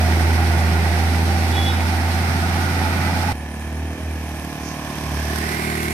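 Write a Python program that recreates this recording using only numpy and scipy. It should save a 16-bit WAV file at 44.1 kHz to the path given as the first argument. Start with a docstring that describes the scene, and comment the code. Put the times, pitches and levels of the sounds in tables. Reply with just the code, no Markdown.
"""Truck on a wet hill road, then a scooter

A loaded six-cylinder diesel truck grinds uphill close by: firing pulses, ringing panels, wet tyre hiss, one squeal.
The scene cuts abruptly to a single-cylinder scooter that rounds the bend and passes within a metre and a half:
exhaust pulses shaped by a silencer, cyclic knocks, spray and a wheel hiss that falls in pitch.
An insect throbs in the bushes. Two microphones stand about a hand's length apart."""
import sys
import numpy as np
from scipy import signal
from scipy.fft import rfft, irfft
from scipy.io import wavfile
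from scipy.ndimage import map_coordinates

SR = 44100
rng = np.random.default_rng(int(sys.argv[2]) if len(sys.argv) > 2 else 0)


def int16_out(signal):
    """Quantize to a 16-bit WAV file."""
    q = np.round(np.clip(np.atleast_2d(signal).T, -1, 1) * 32767)
    wavfile.write(sys.argv[1], SR, q.astype(np.int16))


N = 261506
T = np.arange(N) / SR
HZ = np.fft.rfftfreq(N, 1 / SR)
CUT_S = 3.328  # the truck gives way to the scooter
EDGE_HZ = 15550  # upper band limit of the recorder

# truck speed, slowly gaining: (time [s], firing rate [1/s])
TRUCK_FIRING = [(0, 81.3), (0.42, 82.2), (0.83, 81.9), (1.45, 83.5), (1.66, 83.15), (2.7, 85.2),
                (2.9, 84.6), (3.32, 86.1)]
# the truck crawls away along its lane; its tailpipe was abreast of the microphones a moment earlier
TRUCK_LANE_M, TRUCK_AHEAD_M, TRUCK_M_PER_S = 4.26, 0.64, 2.1
# the boom as heard from abreast; growl and wet tyres fill the road evenly
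BOOM_DB, GROWL_DB, HISS_DB = -16.5, -27.5, -33
GROWL_PER_LOAD = 0.27  # dB of growl for each dB of clatter
# the gas puffs are stronger while the tailpipe is still abreast
PUFFS_NEAR_DB, PUFFS_NEAR_S = 2.5, 0.39
# engine load: (time [s], relative clatter level [dB])
LOAD = [(0, -27.5), (0.85, -27), (1.2, -28.5), (2.1, -28), (3.05, -27), (3.3, -28)]
# overtones of the exhaust pulse:
# (multiple of the firing rate, relative level near [dB], relative level further up the hill [dB])
EXHAUST_OVERTONES = [(2, 1.5, 0), (3, -2, -2), (4, -3, -8), (5, -10, -20), (6, -11, -13), (7, -13, -20)]
OVERTONES_DB, OCTAVE_FLIP_S, OCTAVE_FLIP_LENGTH_S = -35, 1.79, 0.29
# growl of the unequal cylinders:
# (multiple of the full engine cycle, relative level near [dB], relative level further up the hill [dB])
CYCLE_ORDERS = [(8, -14, -5), (9, -1, 1), (10, 0, 1), (11, -11, -3), (13, 2, -4), (14, 0.5, 2),
                (15, -7, -3), (16, -3, -8), (19, -9, -7), (20, -8, -5), (23, -6, -12), (25, -4, -11),
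                (26, -7, -5), (27, -9, -13), (28, -5, -12), (29, -8, -12)]
# colour of the gas puffs: (frequency [Hz], relative density [dB per Hz])
PUFF_SPECTRUM = [(20, -18), (45, -17), (80, -8), (115, -10.5), (175, -4), (250, -5.5), (300, -10.5),
                 (390, -9.5), (440, -18), (700, -37.5)]
# colour of the engine block: (frequency [Hz], relative density [dB per Hz])
BLOCK_SPECTRUM = [(300, -67), (450, -24), (510, -11), (600, -7.5), (800, -5), (1080, -11), (1700, -8.5),
                  (2400, -8.5), (3100, -20.5), (4400, -36), (8000, -52)]
# ringing engine and body panels:
# (frequency [Hz], width [Hz], relative level near [dB], relative level further up the hill [dB])
PANELS = [(748, 70, -1.5, -1.5), (900, 45, -5.5, -6), (1270, 81, -27, -8), (1452, 96, -8, -6),
          (1977, 94, -8, -8)]
PANEL_TURN_S, PANEL_TURN_LENGTH_S = 2.25, .1
# short wavering tones in the truck's clatter: (time [s], length [s], frequency [Hz], relative level [dB])
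CLATTER_TONES = [(0.03, .07, 2002, -41), (0.05, .06, 645, -35), (0.06, .06, 721, -34.5),
                 (0.26, .05, 861, -35.5), (0.39, .08, 818, -34), (0.42, .1, 1440, -42),
                 (0.52, .05, 694, -34.5), (0.63, .04, 2040, -40), (0.86, .08, 2010, -40.5),
                 (0.91, .05, 694, -35), (1.01, .05, 769, -34), (1.35, .11, 775, -33.5),
                 (1.54, .04, 775, -34), (1.68, .06, 775, -34), (1.87, .07, 1431, -40),
                 (2.1, .15, 748, -36.5), (2.55, .06, 850, -36), (2.68, .06, 1469, -37.5),
                 (2.75, .06, 1400, -37.5), (2.78, .05, 737, -35), (2.85, .06, 865, -33.5),
                 (2.98, .06, 1475, -37.5), (3.05, .04, 2018, -33.5), (3.06, .04, 1308, -38),
                 (3.09, .05, 839, -34.5)]
TONE_WANDER, TONES_DB = .008, -0.5  # share of the pitch; level of all tones together
# the gears whine faintly near ten times the firing rate, and swell as the truck pulls away
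WHINE_DB, WHINE_TOP_DB, WHINE_SWELL_S = -39.5, -25, 0.053
# colour of the truck's wet tyres: (frequency [Hz], relative density [dB per Hz])
TYRE_SPECTRUM = [(1500, -6.5), (3200, 0.5), (4300, 1.5), (5500, 0.5), (6400, -7), (7400, -10), (8700, -3.5),
                 (10300, -8), (11700, -6.5), (14000, -16), (15500, -17)]
# main, lower and upper tone of the squeal: (frequency [Hz], flutter [dB])
SQUEAL_TONES = [(3393, .6), (3017, 1.5), (3785, 1.2)]
# the squeal creeps upward: (time [s], shift [share of the pitch])
SQUEAL_BEND = [(1.52, -.007), (1.58, -.001), (1.68, .001), (1.76, .005)]
# the squeal catches, sounds fully twice, then trails off: (start [s], hold [s], main tone level [dB],
# lower tone level [dB], upper tone level [dB], scrape level [dB])
SQUEAL_CATCHES = [(1.526, .014, -38.5, -46, -50, -43), (1.55, .022, -37, -41, -38, -52),
                  (1.568, .024, -28, -47, -42.5, -52), (1.6, .06, -31.5, -51, -56, -52),
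                  (1.664, .032, -27.5, -40, -40.5, -42), (1.7, .016, -37, -45, -38.5, -42),
                  (1.72, .042, -45, -49, -41.5, -56), (1.768, .01, -45, -43, -54, -60),
                  (1.785, .06, -47, -60, -58, -54)]
SCRAPE_HZ, SCRAPE_WIDTH_HZ = 3640, 190
SQUEAL_RISE_DB_PER_S, SQUEAL_FALL_DB_PER_S = 1300, 600

# scooter speed: (time [s], firing rate [1/s])
SCOOTER_FIRING = [(3.34, 37), (3.55, 37.25), (3.71, 38.6), (3.82, 39.05), (4.03, 39.5), (4.26, 38.15),
                  (4.86, 37.2), (5.13, 36.9), (5.48, 38.3), (5.76, 38.45), (5.93, 38.1)]
# when and how near the scooter passes, and how fast
PASS_S, PASS_M, SCOOTER_M_PER_S = 5.474, 1.33, 4.98
# it swings out to the left, so that the left microphone hears its exhaust first; it also turns its rear
LEFT_S, LEFT_SWING_S, LEFT_LEAD_MS = 5.46, 0.08, 0.32
REAR_S, REAR_TURN_S = 5.35, 0.13
# parts of the scooter by name:
# (level at the nearest point [dB], share of the distance loss that applies, gain from behind [dB])
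SCOOTER_PARTS = {"clatter": (-29, 0.41, 1), "spray": (-33.5, 0.91, -1.3), "ticks": (-51.5, 0.2, 12.5),
                 "wheel": (-41.5, 0.8, -0.54)}
# exhaust hum, which fades and returns along the bend: (time [s], level [dB])
HUM_LEVEL = [(3.34, -30), (3.54, -32.5), (3.84, -25.5), (3.93, -29.5), (3.98, -45), (4.0, -33),
             (4.07, -25.5), (4.43, -34), (4.49, -37), (4.56, -47), (4.61, -32.5), (4.78, -44), (4.98, -39),
             (5.04, -33), (5.18, -24.5), (5.45, -29), (5.54, -34), (5.93, -29.5)]
# when the scooter is seen far off, head on, alongside and from behind: four times [s]
VIEW_S = (3.8, 4.65, 5.25, 5.65)
# silencer response: (multiple of the firing rate, relative level far off [dB], head on [dB],
# alongside [dB], from behind [dB])
SILENCER = [(3, -46, -48, -41, -39), (4, -45, -41.5, -38, -34.5), (5, -44, -41, -42, -35),
            (6, -39.5, -41.5, -34.5, -31.5), (7, -42, -39.5, -40, -47), (8, -47, -42, -46, -44),
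            (9, -52, -54, -53, -45), (10, -51, -54, -46, -38), (11, -56, -52, -62, -46),
            (12, -57, -57, -55, -56), (13, -52, -52, -53, -62), (15, -56, -59, -57, -52),
            (16, -56, -51, -50, -55), (17, -54, -58, -54, -50), (18, -54, -51, -43, -46),
            (19, -62, -53, -52, -54), (20, -52, -60, -55, -55), (21, -54, -59, -52, -64),
            (22, -57, -54, -53, -50), (23, -52, -54, -59, -66), (24, -62, -59, -57, -52),
            (26, -61, -57, -65, -55), (28, -66, -55, -56, -60)]
ORDER_WAVER_DB = 1.0
PULSES_DB, PULSE_LEAD = 0.4, 0.056  # the pulse leads the cycle by this share
# knocks of exhaust, valves and piston: (place [cycles], rise [cycles], strength in the clatter,
# strength in the whirr, strength in the ticks)
KNOCKS = [(.06, .06, 1, .25, 1), (.22, .04, .25, .2, .35), (.44, .04, .15, .3, .1), (.71, .04, .7, 1, .4),
          (.88, .05, .6, .9, .1)]
# clatter from the front: (frequency [Hz], relative density [dB per Hz])
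FRONT_SPECTRUM = [(25, -25), (60, -1.5), (150, 1), (230, -3), (340, -1), (460, -13.5), (670, -11),
                  (850, -8.5), (1080, -11), (1300, -13.5), (1600, -11), (2000, -14), (2300, -12.5),
                  (2850, -17.5), (3600, -24), (7000, -41.5)]
# clatter from behind: (frequency [Hz], relative density [dB per Hz])
REAR_SPECTRUM = [(25, -12), (60, -7), (170, -8), (270, -2), (340, 8.5), (400, 7), (490, -10), (670, 2.5),
                 (850, -4), (1370, -4), (1510, 5), (1680, -2), (2400, -2.5), (3000, -14), (7000, -48)]
# hollow resonances of intake and drive case: (frequency [Hz], width [Hz], relative level [dB])
CASE_RESONANCES = [(654, 130, -3), (1000, 110, -20), (1790, 98, -9.5), (2400, 220, -10), (3154, 31, -9)]
# case resonances of the hollow drone: (frequency [Hz], width [Hz], relative level [dB])
DRONE_RESONANCES = [(660, 52, -4), (1064, 60, 12)]
DRONE_S, DRONE_LENGTH_S, DRONE_DB = 4.93, 0.35, -45.5  # it swells as the scooter draws near
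# the drive's whirr is faint from the front, then opens up and rises alongside:
# (time [s], frequency [Hz], level [dB])
WHIRR = [(3.34, 1730, -48.5), (3.8, 1730, -44.5), (4.4, 1700, -48), (5.1, 1660, -43.5), (5.19, 1670, -36.5),
         (5.35, 1780, -35), (5.5, 1940, -32), (5.68, 2120, -33), (5.93, 2070, -33)]
WHIRR_FRONT_WIDTH_HZ, WHIRR_REAR_WIDTH_HZ = 180, 660
# colour of the ticks: (frequency [Hz], relative density [dB per Hz])
TICK_SPECTRUM = [(1500, -10), (5000, -15.5), (7300, -12.5), (9500, -9.5), (15000, -19)]
# sharper single ticks: (time [s], relative level [dB])
CLACKS = [(4.446, -28), (4.9545, -27), (5.1437, -26), (5.198, -25), (5.3587, -19), (5.385, -19),
          (5.4884, -24), (5.7733, -24), (5.906, -20)]
# colour of the scooter's spray: (frequency [Hz], relative density [dB per Hz])
SPRAY_SPECTRUM = [(2000, -3), (3500, 4), (4600, 0.5), (5600, 2), (6400, -7), (7200, -9), (8500, 0.5),
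                  (10200, -7.5), (11500, 1), (13500, -8.5), (15500, -14)]
# wheel hiss going by: (frequency coming [Hz], frequency going [Hz], midpoint [s], glide [s])
WHEEL_GLIDE = (5760, 4330, 5.44, .11)
SWISH_S, SWISH_LENGTH_S, SWISH_DB = 4.68, 0.049, -41  # one brief swish of the tyre
# the wheel hiss has a thin octave for a moment, while the scooter is still coming
OCTAVE_FROM_S, OCTAVE_TO_S, OCTAVE_DB = 4.1, 4.64, -53

# likeness of the two microphones for scattered sound: (frequency [Hz], likeness [-1 to 1])
MIC_LIKENESS = [(60, 0.39), (130, 1), (290, 0.93), (640, 0.93), (1000, 0.86), (1410, 0.17), (3100, -0.15),
                (15000, 0.042)]


def truck():
    """Exhaust and knock share one crankshaft; the guard rail throws clatter and tyre hiss back."""
    firings = np.cumsum(curves(TRUCK_FIRING)[0] * (1 + .0015 * drift(14))) / SR
    distance_m = np.hypot(TRUCK_LANE_M, TRUCK_AHEAD_M + TRUCK_M_PER_S * T)
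    boom_db = BOOM_DB - 20 * np.log10(distance_m / TRUCK_LANE_M)
    clatter_db, = curves(LOAD)
    growl_db = GROWL_DB + GROWL_PER_LOAD * (clatter_db - clatter_db.mean())
    tyres = wet_tyres(TYRE_SPECTRUM, HISS_DB + 0.8 * drift(25), drops_db=-9.5, grain_db=3.5)
    bright = truck_clatter(firings, clatter_db) + clatter_tones(firings) + tyres
    bright = sweep_echo(bright, start_ms=9.6, end_ms=10.6, echo_db=-12.5)
    return truck_exhaust(firings, boom_db, growl_db) + bright + squeal()


def truck_exhaust(firings, boom_db, growl_db):
    """Regular firing pulses, a lumpy growl from unequal cylinders, and puffs of gas."""
    cycle = firings / 6  # six firings make one full engine cycle
    away = np.clip((T - 1.1) / 1.1, 0, 1)
    orders = 0
    for k, near, far in CYCLE_ORDERS:
        level = amp(near + (far - near) * away + 3.1 * drift(3.2))
        phase = rng.random() + 0.048 * drift(11.0)
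        orders = orders + level * np.cos(2 * np.pi * (k * cycle + phase))
    puffs = scatter(white() * bursts(firings, length=0.96, base=0.6), amp(read(PUFF_SPECTRUM)))
    puffs_db = -2.5 + PUFFS_NEAR_DB * swell(0, PUFFS_NEAR_S)
    growl = amp(-3.0) * arrive(unit(orders), lead_ms=0.4) + amp(puffs_db) * puffs
    return truck_pulses(firings, boom_db, away) * pan(2.34) + amp(growl_db) * growl * pan(1.1)


def truck_pulses(firings, boom_db, away):
    """One sharp pressure dip a firing: boom and overtones; the octave turns over as the truck draws away."""
    boom = amp(boom_db) * np.cos(2 * np.pi * firings) * (1 + 0.025 * drift(22))
    flip = 1 - 2 * turn(OCTAVE_FLIP_S, OCTAVE_FLIP_LENGTH_S)
    overtones = 0
    for k, near, far in EXHAUST_OVERTONES:
        level = amp(near + (far - near) * away + 1.9 * drift(4.8))
        sign = flip if k == 2 else 1
        overtones = overtones + level * sign * np.cos(2 * np.pi * k * firings)
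    return -np.sqrt(2) * (boom + amp(OVERTONES_DB) * overtones)


def truck_clatter(firings, level_db):
    """Combustion knock, shallowly pulsed at the firing rate, coloured by block and panels; the gears whine."""
    force = amp(0.35 * rng.standard_normal(N)[firings.astype(int)])  # one draw per firing
    knock = cyclic_noise(firings / 6, repeat=0.36) * bursts(firings, length=0.12, base=2.1) * force
    away = turn(PANEL_TURN_S, PANEL_TURN_LENGTH_S)
    rung = 0
    for i, share in enumerate((1 - away, away)):  # near, then further up the hill
        panels = ringing([(hz, width, dbs[i]) for hz, width, *dbs in PANELS])
        power = amp(read(BLOCK_SPECTRUM)) ** 2 + amp(3) * panels
        rung = rung + share * scatter(knock, np.sqrt(power), direct=0.26, lead_ms=0.32)
    shade = pan(read([(700, 0.99), (1300, 7.5), (3000, 2.8)]))  # the side balance varies with frequency
    clatter = irfft(rfft(rung) * shade, N)
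    rise = np.exp(np.minimum(T - CUT_S, 0) / WHINE_SWELL_S)
    whine_hz = 9.8 * curves(TRUCK_FIRING)[0]
    whine = (amp(WHINE_DB) + amp(WHINE_TOP_DB) * rise) * band(whine_hz, width_hz=46)
    return amp(level_db + 1.28) * clatter + arrive(whine, lead_ms=0.11) * pan(3.3)


def clatter_tones(firings):
    """Brief wavering tones that swell and fade within the clatter, pulsing at the firing rate."""
    pulse = bursts(firings, length=0.19, base=0.97)
    tones = 0
    for s, length, hz, db in CLATTER_TONES:
        pitch = hz * (1 + TONE_WANDER * drift(24))
        tones = tones + amp(db) * swell(s, length) * unit(np.sin(2 * np.pi * np.cumsum(pitch) / SR))
    return arrive(tones * pulse * amp(TONES_DB + 1.2 * drift(30)), lead_ms=0.11) * pan(3.5)


def wet_tyres(spectrum, level_db, drops_db, grain_db):
    """Water torn from the tread: a fine hiss with separate droplets in it."""
    fall = rng.random((2, N)) < 2500 / SR  # about 2500 droplets a second
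    size = np.minimum(rng.exponential(1, (2, N)), 4)
    drops = white() * fall * amp(grain_db * size)
    hiss = scatter(white() + amp(drops_db) * unit(drops), amp(read(spectrum)))
    shade = pan(read([(4400, 3.5), (6000, 8.5), (8200, -1.0), (12000, 1.5)]))
    return amp(level_db) * irfft(rfft(hiss) * shade, N)


def squeal():
    """A shrill, unsteady friction tone with a side tone below and above; it scrapes where it catches."""
    sweep = np.cumsum(1 + curves(SQUEAL_BEND)[0] + 0.0016 * drift(60)) / SR
    voices = []
    for hz, flutter_db in SQUEAL_TONES:
        voices.append(amp(flutter_db * drift(50)) * unit(np.sin(2 * np.pi * hz * sweep)))
    voices.append(band(SCRAPE_HZ, SCRAPE_WIDTH_HZ))
    out = 0
    for i, voice in enumerate(voices):
        catches = [amp(dbs[i]) * squeal_envelope(s, hold) for s, hold, *dbs in SQUEAL_CATCHES]
        out = out + voice * np.max(catches, axis=0)
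    return roadside(out * pan(2.5), wet_db=-20, t60=.4)


def squeal_envelope(start_s, hold_s):
    """A quick rise, a hold and a quick fall."""
    t = T - start_s
    return amp(SQUEAL_RISE_DB_PER_S * np.minimum(t, 0) - SQUEAL_FALL_DB_PER_S * np.maximum(t - hold_s, 0))


def sweep_echo(x, start_ms, end_ms, echo_db):
    """One hard reflection whose extra path changes steadily as the truck moves: a drifting comb."""
    delay = np.interp(T, [0, CUT_S], [start_ms, end_ms]) * SR / 1000  # in samples
    echo = np.array([map_coordinates(side, [np.arange(N) - delay], order=3) for side in x])
    return (x + amp(echo_db) * echo) / np.hypot(1, amp(echo_db))


def scooter():
    """Clatter, ticks, spray and wheel hiss follow distance and turn to the rear; the insect sits behind."""
    firings = np.cumsum(curves(SCOOTER_FIRING)[0] * (1 + .0025 * drift(30))) / SR
    loss_db = 20 * np.log10(np.hypot(1, SCOOTER_M_PER_S * (T - PASS_S) / PASS_M))
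    behind = turn(REAR_S, REAR_TURN_S)
    level = {}
    for part, (db, share, rear_db) in SCOOTER_PARTS.items():
        level[part] = db - share * loss_db + rear_db * behind
    exhaust = scooter_exhaust(firings)
    engine = scooter_engine(firings, behind, level["clatter"])
    tick_noise = white() * knocks(firings, column=2, base=.1, uneven_db=3.5)
    ticks = roadside(amp(level["ticks"]) * scatter(tick_noise, amp(read(TICK_SPECTRUM))), wet_db=4.5, t60=0.25)
    spray = wet_tyres(SPRAY_SPECTRUM, level["spray"] + .5 * drift(26), drops_db=-1.5, grain_db=0.5)
    spray = spray * knocks(firings, column=2, base=1.7, uneven_db=5.0)
    passing = exhaust + engine + ticks + clacks(level_db=-5, decay_s=0.0035) + spray
    return passing + wheel_hiss(level["wheel"]) + insect(chirps_per_s=8.0, first_s=3.395, level_db=-52.5)


def scooter_exhaust(firings):
    """Silencer pulses and a hum at twice the firing rate, reaching the left microphone first at the pass."""
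    lead_ms = LEFT_LEAD_MS * turn(LEFT_S, LEFT_SWING_S)
    hum = -amp(curves(HUM_LEVEL)[0]) * unit(np.cos(2 * np.pi * 2 * firings))
    pulses = silencer_pulses(firings) * amp(PULSES_DB + 0.53 * drift(25))
    return arrive(pulses + hum, lead_ms) * pan(1.0)


def silencer_pulses(firings, smear=0.02995):
    """One pulse a firing, rung and smeared by the silencer, whose orders shift as the scooter turns."""
    orders, *views = np.transpose(SILENCER)
    k = np.arange(46)
    log_gain = np.log(amp(np.interp(k, orders, np.mean(views, axis=0), left=-70)))
    # minimum phase of the mean response, then a smear that grows with the order
    phase = -signal.hilbert(np.r_[log_gain, log_gain[-2:0:-1]]).imag[:len(k)] - smear * k ** 2
    phase += (k > 10) * rng.uniform(-np.pi, np.pi, len(k))  # high orders come by many paths
    pulses = 0
    for i, *dbs in SILENCER:  # the second order is left to the hum
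        level = amp(np.interp(T, VIEW_S, dbs) + ORDER_WAVER_DB * drift(2.9))
        pulses = pulses + level * np.cos(2 * np.pi * i * (firings + PULSE_LEAD) + phase[i])
    return -np.sqrt(2) * pulses


def scooter_engine(firings, behind, level_db):
    """Clatter at the firing rate, coloured by front and rear, with a hollow drone and a rising whirr."""
    rattle = cyclic_noise(firings, repeat=0.42) * knocks(firings, column=0, base=1.5, uneven_db=1.3)
    front_gain = np.sqrt(amp(read(FRONT_SPECTRUM)) ** 2 + ringing(CASE_RESONANCES))
    front = scatter(rattle, front_gain, direct=0.62, lead_ms=0.089)
    rear = scatter(rattle, amp(read(REAR_SPECTRUM)), direct=0.87, lead_ms=0.33)
    drone = scatter(rattle, np.sqrt(ringing(DRONE_RESONANCES)), direct=.6, lead_ms=0.073)
    drone = amp(DRONE_DB) * swell(DRONE_S, DRONE_LENGTH_S) * drone
    clatter = amp(level_db) * ((1 - behind) * front + behind * rear)
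    return (clatter + drone + whirr(firings, behind)) * pan(4.0 + 3.5 * behind)


def whirr(firings, behind):
    """The drive chatters at every firing in one resonance, narrow in front, broad and gritty behind."""
    hz, level_db = curves(WHIRR)
    chatter = cyclic_noise(firings, repeat=0.5)[0] * knocks(firings, column=1, base=.25, uneven_db=1.6)
    grit = white()[0] * knocks(firings, column=0, base=.9, uneven_db=1.3)
    narrow = arrive(resonate(chatter, hz, WHIRR_FRONT_WIDTH_HZ), lead_ms=.08)
    broad = arrive(resonate(grit, hz, WHIRR_REAR_WIDTH_HZ), lead_ms=.41)
    return amp(level_db) * (np.sqrt(1 - behind) * narrow + np.sqrt(behind) * broad)


def knocks(firings, column, base, uneven_db):
    """An envelope of the knocks within each engine cycle, never twice equally hard."""
    total = abs(base)
    for place, length, *strengths in KNOCKS:
        turns = firings - place + 1
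        force = amp(uneven_db * rng.standard_normal(int(turns[-1]) + 2)[turns.astype(int)])
        rises = turns % 1 / length  # time since the knock, in rise times
        total = total + strengths[column] * force * rises * np.exp(1 - rises)
    return unit(total)


def clacks(level_db, decay_s):
    """A few sharp, bright ticks from the passing scooter."""
    gain = sum(amp(db) * (T >= s) * np.exp(-abs(T - s) / decay_s) for s, db in CLACKS)
    return amp(level_db) * gain * scatter(white(), amp(read(TICK_SPECTRUM)))


def wheel_hiss(level_db):
    """A thin tyre hiss that falls in pitch as the scooter goes by."""
    hz = glide(*WHEEL_GLIDE)
    gain = np.hypot(amp(level_db), amp(SWISH_DB) * swell(SWISH_S, SWISH_LENGTH_S))
    hiss = gain * np.array([band(hz, width_hz=1300) for _ in range(2)]) * pan(11.4)
    octave = amp(OCTAVE_DB) * (turn(OCTAVE_FROM_S, 0.027) - turn(OCTAVE_TO_S, .04))
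    return hiss + octave * np.array([band(2 * hz, width_hz=610) for _ in range(2)])


def insect(chirps_per_s, first_s, level_db):
    """A high, throbbing rasp from the roadside bushes: narrow noise opened by a regular throb."""
    throb = np.maximum(0.9 + np.cos(2 * np.pi * chirps_per_s * (T - first_s)), 0) ** .5 * amp(drift(7.1))
    return amp(level_db) * unit(throb) * np.array([band(9450, width_hz=570), band(9450, width_hz=680)])


def roadside(x, wet_db, t60):
    """Adds scattered echoes from the bank and trees: sparse random taps dying away by 60 dB in t60 seconds."""
    t = T[:SR // 2]
    sparse = rng.random((2, len(t))) < .05
    taps = rng.standard_normal((2, len(t))) * sparse * amp(-60 * t / t60) * (t > .008)
    tail = signal.fftconvolve(x, taps / np.linalg.norm(taps[0]), axes=1)[:, :N]
    return x + amp(wet_db) * tail


def scatter(pair, gain, direct=0, lead_ms=0):
    """Colours two signals as two close microphones hear them: a direct share reaches the left first."""
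    a, b = rfft(pair)
    direct = np.clip(direct, 0, 1)
    diffuse = np.clip(read(MIC_LIKENESS), -1, 1)
    same = (1 - direct) * diffuse + direct * np.exp(2j * np.pi * HZ * lead_ms / 1000)
    left = same * a + np.sqrt(np.maximum(1 - abs(same) ** 2, 0)) * b
    return unit(irfft(np.array([left, a]) * gain, N))


def pan(right_db):
    """Gains of the left and right microphone, the right one louder by right_db."""
    return amp(np.array([[-.5], [.5]]) * right_db)


def arrive(x, lead_ms):
    """A direct sound that reaches the right microphone later."""
    return np.array([x, np.interp(T - lead_ms / 1000, T, x)])


def cyclic_noise(cycle, repeat):
    """Noise of which a share comes back alike in every engine cycle."""
    since = np.arange(N) - np.searchsorted(cycle, np.floor(cycle))  # samples since the cycle began
    repeat = np.clip(repeat, 0, 1)
    return np.sqrt(repeat) * white()[:, since] + np.sqrt(1 - repeat) * white()


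def bursts(turns, length, base):
    """An envelope that jumps at every whole turn and dies away to a base."""
    return unit(abs(base) + np.exp(-(turns % 1) / abs(length)))


def band(centre_hz, width_hz):
    """Noise in one resonance that can move."""
    angle = 2 * np.pi * np.cumsum(centre_hz * np.ones(N)) / SR
    return unit(drift(width_hz) * np.cos(angle) + drift(width_hz) * np.sin(angle))


def resonate(x, hz, width_hz):
    """Passes x through a steep resonance that follows the curve hz."""
    spin = np.exp(2j * np.pi * np.cumsum(hz * np.ones(N)) / SR)
    r = np.exp(-np.pi * abs(width_hz) / SR)
    # shift down to zero frequency, low-pass, shift back up
    low = signal.lfilter([(1 - r) ** 2], [1, -2 * r, r * r], x / spin)
    return unit((spin * low).real)


def ringing(modes):
    """Power response of a few resonances."""
    return sum(amp(db) ** 2 / (1 + ((HZ - hz) / width) ** 2) ** 2 for hz, width, db in modes)


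def turn(mid_s, width_s):
    """A smooth change from 0 to 1."""
    return .5 + .5 * np.tanh((T - mid_s) / (2 * width_s))


def glide(from_hz, to_hz, mid_s, width_s):
    """A frequency that slides from one value to another."""
    return from_hz + (to_hz - from_hz) * turn(mid_s, width_s)


def swell(at_s, length_s):
    """A smooth rise and fall with a top of 1."""
    return np.exp(-((T - at_s) / length_s) ** 2)


def drift(hz):
    """Random wander of unit size, mostly below the given rate."""
    return unit(irfft(rfft(rng.standard_normal(N)) * np.exp(-(HZ / hz) ** 2), N))


def white():
    """Two unrelated channels of white noise."""
    return rng.standard_normal((2, N))


def curves(rows):
    """Each column of a table as a value per sample."""
    s, *columns = np.transpose(rows)
    return [np.interp(T, s, c) for c in columns]


def read(points, hz=HZ):
    """A table read on a logarithmic frequency axis."""
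    f, value = np.transpose(points)
    return np.interp(np.log(hz + 1), np.log(f + 1), value)


def amp(db):
    """Decibels to amplitude."""
    return 10 ** (np.asarray(db) / 20)


def unit(x):
    """Scales to a root mean square of 1."""
    return x / np.sqrt(np.mean(x ** 2) + 1e-20)


def scene():
    """The truck, then at once the scooter."""
    after = np.clip((T - CUT_S) / 0.0081 + .5, 0, 1)
    return (1 - after) * truck() + after * scooter()


def record(dry):
    """The recorder's band limit: a steep low-pass."""
    low_pass = signal.firwin(511, EDGE_HZ, window=("kaiser", 9), fs=SR)
    return signal.oaconvolve(dry, low_pass[None], "same")


dry = scene()
out = record(dry)
int16_out(out)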